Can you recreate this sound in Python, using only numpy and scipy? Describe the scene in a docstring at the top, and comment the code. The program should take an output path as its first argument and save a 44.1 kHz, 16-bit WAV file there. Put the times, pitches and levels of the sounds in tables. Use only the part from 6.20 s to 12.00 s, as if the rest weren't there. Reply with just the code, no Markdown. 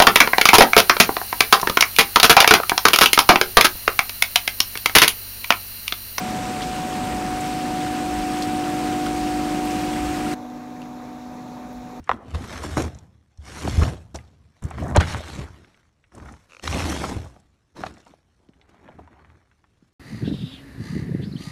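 """Lock gate and boat's deck, in the rain

Close to the raised gate, water streams into the river: shaped noise gives roar and spray, short rings bubbles.
The microphone then cuts to a deck further back: a dull wash under fine rain, both shaped noise.
Hydraulic pump and motor hum in both places as sums of sines, over deep noise of unsteady level.
Near drops land as cracks, rings and spatter; a faint electrical whistle is one fluttering sine.
"""
import sys
import numpy as np
from scipy import signal
from scipy.fft import rfft, irfft, next_fast_len
from scipy.io import wavfile
from scipy.ndimage import uniform_filter1d, map_coordinates

SR = 44100
rng = np.random.default_rng(int(sys.argv[2]) if len(sys.argv) > 2 else 0)


def materialize(psi):
    """Save the field psi as 16-bit PCM at rate SR to the path in sys.argv[1].

    A 1-D psi becomes a single channel; in a 2-D psi each row is a channel.
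    """
    bounded = np.clip(np.atleast_2d(psi).T, -1, 1)
    quanta = np.round(bounded * 32767).astype(np.int16)
    wavfile.write(sys.argv[1], SR, quanta)


N = 255780
T = np.arange(N) / SR  # seconds

CUT_S = 4.143  # the microphone jumps from the gate to the deck
PUMP_HZ, MAINS_HZ = 246.77, 49.98  # piston rate of the pump; mains frequency at the motor
TOP_HZ = 15720  # band limit of the microphone signal

# Spectrum of the water's roar close to the gate. Each row: frequency in Hz, relative density in dB per Hz.
ROAR_SPECTRUM = [(60, -33), (85, -11), (108, -4.5), (130, -4), (175, -1), (220, 1.5), (290, -3),
                 (420, -9.5), (800, -11.5), (1300, -15), (2000, -37), (4000, -84)]
# Spectrum of the spray close to the gate. Each row: frequency in Hz, relative density in dB per Hz.
SPRAY_SPECTRUM = [(500, -46), (1000, -13), (1500, -0.5), (1900, -3), (2700, -3.5), (3300, -7), (5500, -9.5),
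                  (6900, -11.5), (8500, -10), (10700, -19.5), (13700, -19), (14500, -28), (16000, -23)]
# Spectrum of the water's wash from the deck. Each row: frequency in Hz, relative density in dB per Hz.
WASH_SPECTRUM = [(40, -30), (85, -7.5), (165, 0.5), (280, -0.5), (380, -8), (560, -5.5), (850, -7),
                 (1150, -9.5), (1450, -20.5), (2500, -51), (5000, -90)]
# Spectrum of the rain from the deck. Each row: frequency in Hz, relative density in dB per Hz.
RAIN_SPECTRUM = [(800, -21), (1500, 0), (2450, -4.5), (3000, -13), (3800, -6), (4900, -13), (5500, -9.5),
                 (7000, -12), (8200, -21), (10200, -21), (11700, -16.5), (12700, -29), (15500, -25)]
# Drops near the microphone.
# Each row: start in seconds, peak of the ring in dB, pitch in Hz, splash against the ring in dB.
NEAR_DROPS = [(.165, -29, 6800, -9), (0.4187, -22.5, 2900, -10), (.4215, -26, 5000, -9),
              (.426, -23, 3400, -14), (1.2077, -23, 7550, -16), (1.243, -30.5, 3200, -7),
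              (1.665, -23.5, 1450, -14), (2.1885, -26, 6500, -18), (2.2226, -22, 4300, -8),
              (2.2228, -24, 8000, -16), (2.8623, -23.5, 3250, -11), (2.8658, -20, 1450, -13),
              (2.8665, -31, 9000, -12), (3.4525, -28, 12700, -18), (3.508, -27.5, 5800, -10),
              (4.6183, -32.5, 2710, -17), (4.655, -45, 2100, -8), (5.53, -45, 12000, -16)]
# Steady harmonics of the pump. Each row: multiple of the piston rate, level at the gate in dB, on deck in dB.
PUMP_HARMONICS = [(1, -41, -38.7), (2, -49, -55.5), (4, -53.5, -64), (5, -53.5, -63.5)]
# Magnetic hum and whine of the motor. Each row: multiple of the mains, level at the gate in dB, on deck in dB.
MOTOR_LINES = [(8, -58, -64), (12, -49, -58), (14, -57, -66), (18, -53, -55), (19, -57, -66),
               (48, -60, -76), (54, -62, -79), (132, -66, -81), (144, -63, -80), (150, -66, -90),
               (156, -67, -83), (192, -66, -92), (204, -71, -91), (246, -74, -95)]
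# Spectrum of the deep noise. Each row: frequency in Hz, relative density in dB per Hz.
DEEP_SPECTRUM = [(10, -24), (25, -15), (40, -8), (57, 0.5), (75, -11.5), (100, -12), (200, -43),
                 (500, -100)]
# Swells in the level of the deep noise. Each row: time of the peak in seconds, rise in dB.
DEEP_SWELLS = [(.9, 4), (1.97, 7), (3.88, 6.5), (5.57, 9)]


def gate_water():
    """Close to the gate, streams break up on the river: roar, spray, ringing bubbles and ticks of single drops."""
    roar_db = -31 + 0.59 * wobble(7.14)
    roar = amp(roar_db) * coloured(churn(patchy_db=0.28), ROAR_SPECTRUM)

    impacts = patter(rate=1500, spread_db=1.5, t60=.003)
    spray_db = -36.5 + 0.32 * wobble(14)
    spray = amp(spray_db) * coloured(churn(patchy_db=1.0) + amp(-6.5) * impacts, SPRAY_SPECTRUM)

    plinks = bubbles(rate=320, centre_hz=2108, octaves=.65, cycles=14.0, spread_db=4.0, rise=0.12)
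    fizz = bubbles(rate=400, centre_hz=5570, octaves=0.555, cycles=12.5, spread_db=3.5, rise=.05)
    ticks = patter(rate=25, spread_db=3, t60=.007)
    return roar + spray + amp(-46.0) * plinks + amp(-50.5) * fizz + amp(-59.5) * ticks


def deck_water():
    """From the deck further back, the streams are a dull wash with fine rain over it."""
    wash_db = -41.5 + 0.77 * wobble(4.5)
    wash = amp(wash_db) * coloured(churn(patchy_db=1.0), WASH_SPECTRUM)
    impacts = patter(rate=900, spread_db=3.5, t60=.003)
    rain = coloured(churn(patchy_db=1.2) + amp(-8.5) * impacts, RAIN_SPECTRUM)
    return wash + amp(-52) * rain


def near_drops():
    """A drop lands close by: a crack, a short ring, then droplets spatter around the same pitch."""
    crack_db, crack_t60_s, crack_hz = -6, 0.0069, 8000  # level before its treble rolls off at crack_hz
    ring_cycles = 30  # the ring dies by 60 dB in this many cycles
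    splash_t60_s, splash_octaves = 0.091, 0.64  # life, and half-width of the band
    spatter_db, spatter_rate = 4, 700  # scatter of the spatter's level, random levels a second
    out, t = np.zeros(N + SR), np.arange(SR // 8) / SR
    for start_s, db, pitch_hz, splash_db in NEAR_DROPS:
        crack = filtered(rng.standard_normal(len(t)), lambda hz: 1 / np.hypot(1, (hz / crack_hz) ** 2))
        crack = crack * amp(crack_db - 60 * t / crack_t60_s)

        ring = np.sin(2 * np.pi * pitch_hz * t) * amp(-60 * pitch_hz * t / ring_cycles)

        droplet_db = spatter_db * map_coordinates(rng.standard_normal(len(t)), [t * spatter_rate])
        spatter = rng.standard_normal(len(t)) * amp(droplet_db)
        band = lambda hz: np.exp(-(np.log2((hz + 1) / pitch_hz) / splash_octaves) ** 2)
        splash = unit(filtered(spatter, band)) * amp(splash_db - 60 * t / splash_t60_s)

        out[round(start_s * SR):][:len(t)] += amp(db) * (crack + ring + splash)
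    return out[:N]


def pump(at_gate):
    """The pump whines on its third piston harmonic, swelling and throbbing, over steadier harmonics."""
    whine_db = heard(at_gate, -28.5, -40) + swell(peak_s=2.17, length_s=6.5, depth_db=4.5)
    throb_db = 0.5 * np.sin(2 * np.pi * 2.67 * T)
    out = tone(3 * PUMP_HZ, whine_db + throb_db, waver_db=0.2, drift=.04)
    for order, gate_db, deck_db in PUMP_HARMONICS:
        out += tone(round(order) * PUMP_HZ, heard(at_gate, gate_db, deck_db), waver_db=0.3, drift=0.063)
    return out


def motor(at_gate):
    """The motor drones on the sixth and seventh multiples of the mains, in one deep swell, over weaker lines."""
    drone_db = heard(at_gate, -27.5, -39.5) + swell(peak_s=3.12, length_s=6.8, depth_db=18)
    upper_db = drone_db + heard(at_gate, -7.5, -16)
    out = tone(6 * MAINS_HZ, drone_db, waver_db=0.15, drift=0.046)
    out += tone(7 * MAINS_HZ, upper_db, waver_db=0.1, drift=0.055)
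    for order, gate_db, deck_db in MOTOR_LINES:
        level_db = heard(at_gate, gate_db, deck_db)
        out += tone(round(order) * MAINS_HZ, level_db, waver_db=1.5, drift=0.38 + order / 150)
    return out


def deep_noise(at_gate):
    """Deep noise of unsteady level, far stronger at the gate."""
    width_s = 0.1  # from a swell's peak to 1/e of its rise in dB, either side
    swell_db = sum(db * np.exp(-((T - s) / width_s) ** 2) for s, db in DEEP_SWELLS)
    level_db = heard(at_gate, -43, -56.5) + swell_db + 1.1 * wobble(6.1)
    return amp(level_db) * coloured(rng.standard_normal(N), DEEP_SPECTRUM)


def thin_whistle():
    """A faint electrical whistle: one high sine whose level flutters fast."""
    flutter = 1 + .7 * np.sin(2 * np.pi * 54 * T)
    return flutter * tone(13750, -74, waver_db=.3, drift=.1)


def churn(patchy_db):
    """Churned water: noise whose bands swell and sink in small patches of time and frequency."""
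    z = signal.stft(rng.standard_normal(N), nperseg=512)[2]
    field = uniform_filter1d(rng.standard_normal(z.shape), size=12, axis=0)  # across frequency
    field = uniform_filter1d(field, size=9, axis=1)  # across time
    return unit(signal.istft(z * amp(patchy_db * unit(field)), nperseg=512)[1][:N])


def patter(rate, spread_db, t60):
    """Impacts of drops, rate a second: tiny broadband cracks that die by 60 dB in t60 seconds."""
    count, t = int(rate * N / SR), np.arange(SR // 150) / SR
    cracks = amp(-60 * t / t60) * rng.standard_normal((count, len(t)))
    return scatter(sizes(count, spread_db) * cracks)


def bubbles(rate, centre_hz, octaves, cycles, spread_db, rise):
    """Trapped air rings for some cycles, its pitch rising as it nears the surface."""
    count, t = int(rate * N / SR), np.arange(SR // 50) / SR
    hz = np.clip(centre_hz * 2 ** (octaves * rng.standard_normal((count, 1))), 400, 11000)
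    age = hz * t / cycles
    phase = 2 * np.pi * hz * t * (1 + rise * np.minimum(age, 2) / 2)
    envelope = np.exp(-2 * age) * (1 - np.exp(-2 * hz * t))  # decay, softened onset
    return scatter(sizes(count, spread_db) * np.sin(phase) * envelope)


def sizes(count, spread_db):
    """Gains for many small drops and few large ones."""
    return amp(spread_db * np.minimum(rng.exponential(size=(count, 1)), 4))


def scatter(grains):
    """Each row is dropped at a random moment; rms 1."""
    at = rng.integers(0, N, len(grains))[:, None] + np.arange(grains.shape[1])
    return unit(np.bincount(at.ravel(), grains.ravel(), N)[:N])


def tone(hz, db, waver_db, drift):
    """One sine at an rms level in dB, slightly unsteady in level and phase (drift in radians)."""
    phase = 2 * np.pi * (hz * T + rng.random()) + drift * wobble(3.94)
    return np.sqrt(2) * amp(db + waver_db * wobble(6)) * np.sin(phase)


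def swell(peak_s, length_s, depth_db):
    """Level in dB of one smooth rise and fall: 0 at its peak, depth_db lower outside it."""
    rise = np.cos(np.pi * np.clip((T - peak_s) / length_s, -.5, .5)) ** 2
    return 20 * np.log10(rise + (1 - rise) * amp(-depth_db))


def heard(at_gate, gate_db, deck_db):
    """Level in dB where the microphone stands: at_gate is 1 at the gate, 0 on deck."""
    return deck_db + at_gate * (gate_db - deck_db)


def wobble(rate):
    """A smooth random curve, rate knots a second."""
    return map_coordinates(rng.standard_normal(int(N * rate / SR) + 4), [T * rate])


def coloured(x, spectrum):
    """x shaped by (Hz, dB) points on a log axis, at rms 1."""
    f, db = np.transpose(spectrum)
    return unit(filtered(x, lambda hz: amp(np.interp(np.log(hz + 1), np.log(f), db))))


def filtered(x, response):
    """x with its spectrum multiplied by a function of frequency in Hz."""
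    m = next_fast_len(len(x) + 8192)
    return irfft(rfft(x, m) * response(np.fft.rfftfreq(m, 1 / SR)), m)[:len(x)]


def unit(x):
    """x scaled to rms 1."""
    return x / np.sqrt(np.mean(x ** 2) + 1e-20)


def amp(db):
    """Decibels to gain."""
    return 10 ** (np.asarray(db) / 20)


def scene():
    """The gate close by, then the deck, with a crossfade of a few milliseconds at the cut."""
    at_gate = np.clip((CUT_S - T) / 0.0089 + .5, 0, 1)
    water = at_gate * gate_water() + (1 - at_gate) * deck_water()
    machine = pump(at_gate) + motor(at_gate)
    return (water + near_drops() + machine + deep_noise(at_gate) + thin_whistle())[None]


def record(dry):
    """The microphone signal keeps nothing above the band limit."""
    return filtered(dry[0], lambda hz: hz < TOP_HZ)[None]


dry = scene()
out = record(dry)
materialize(out)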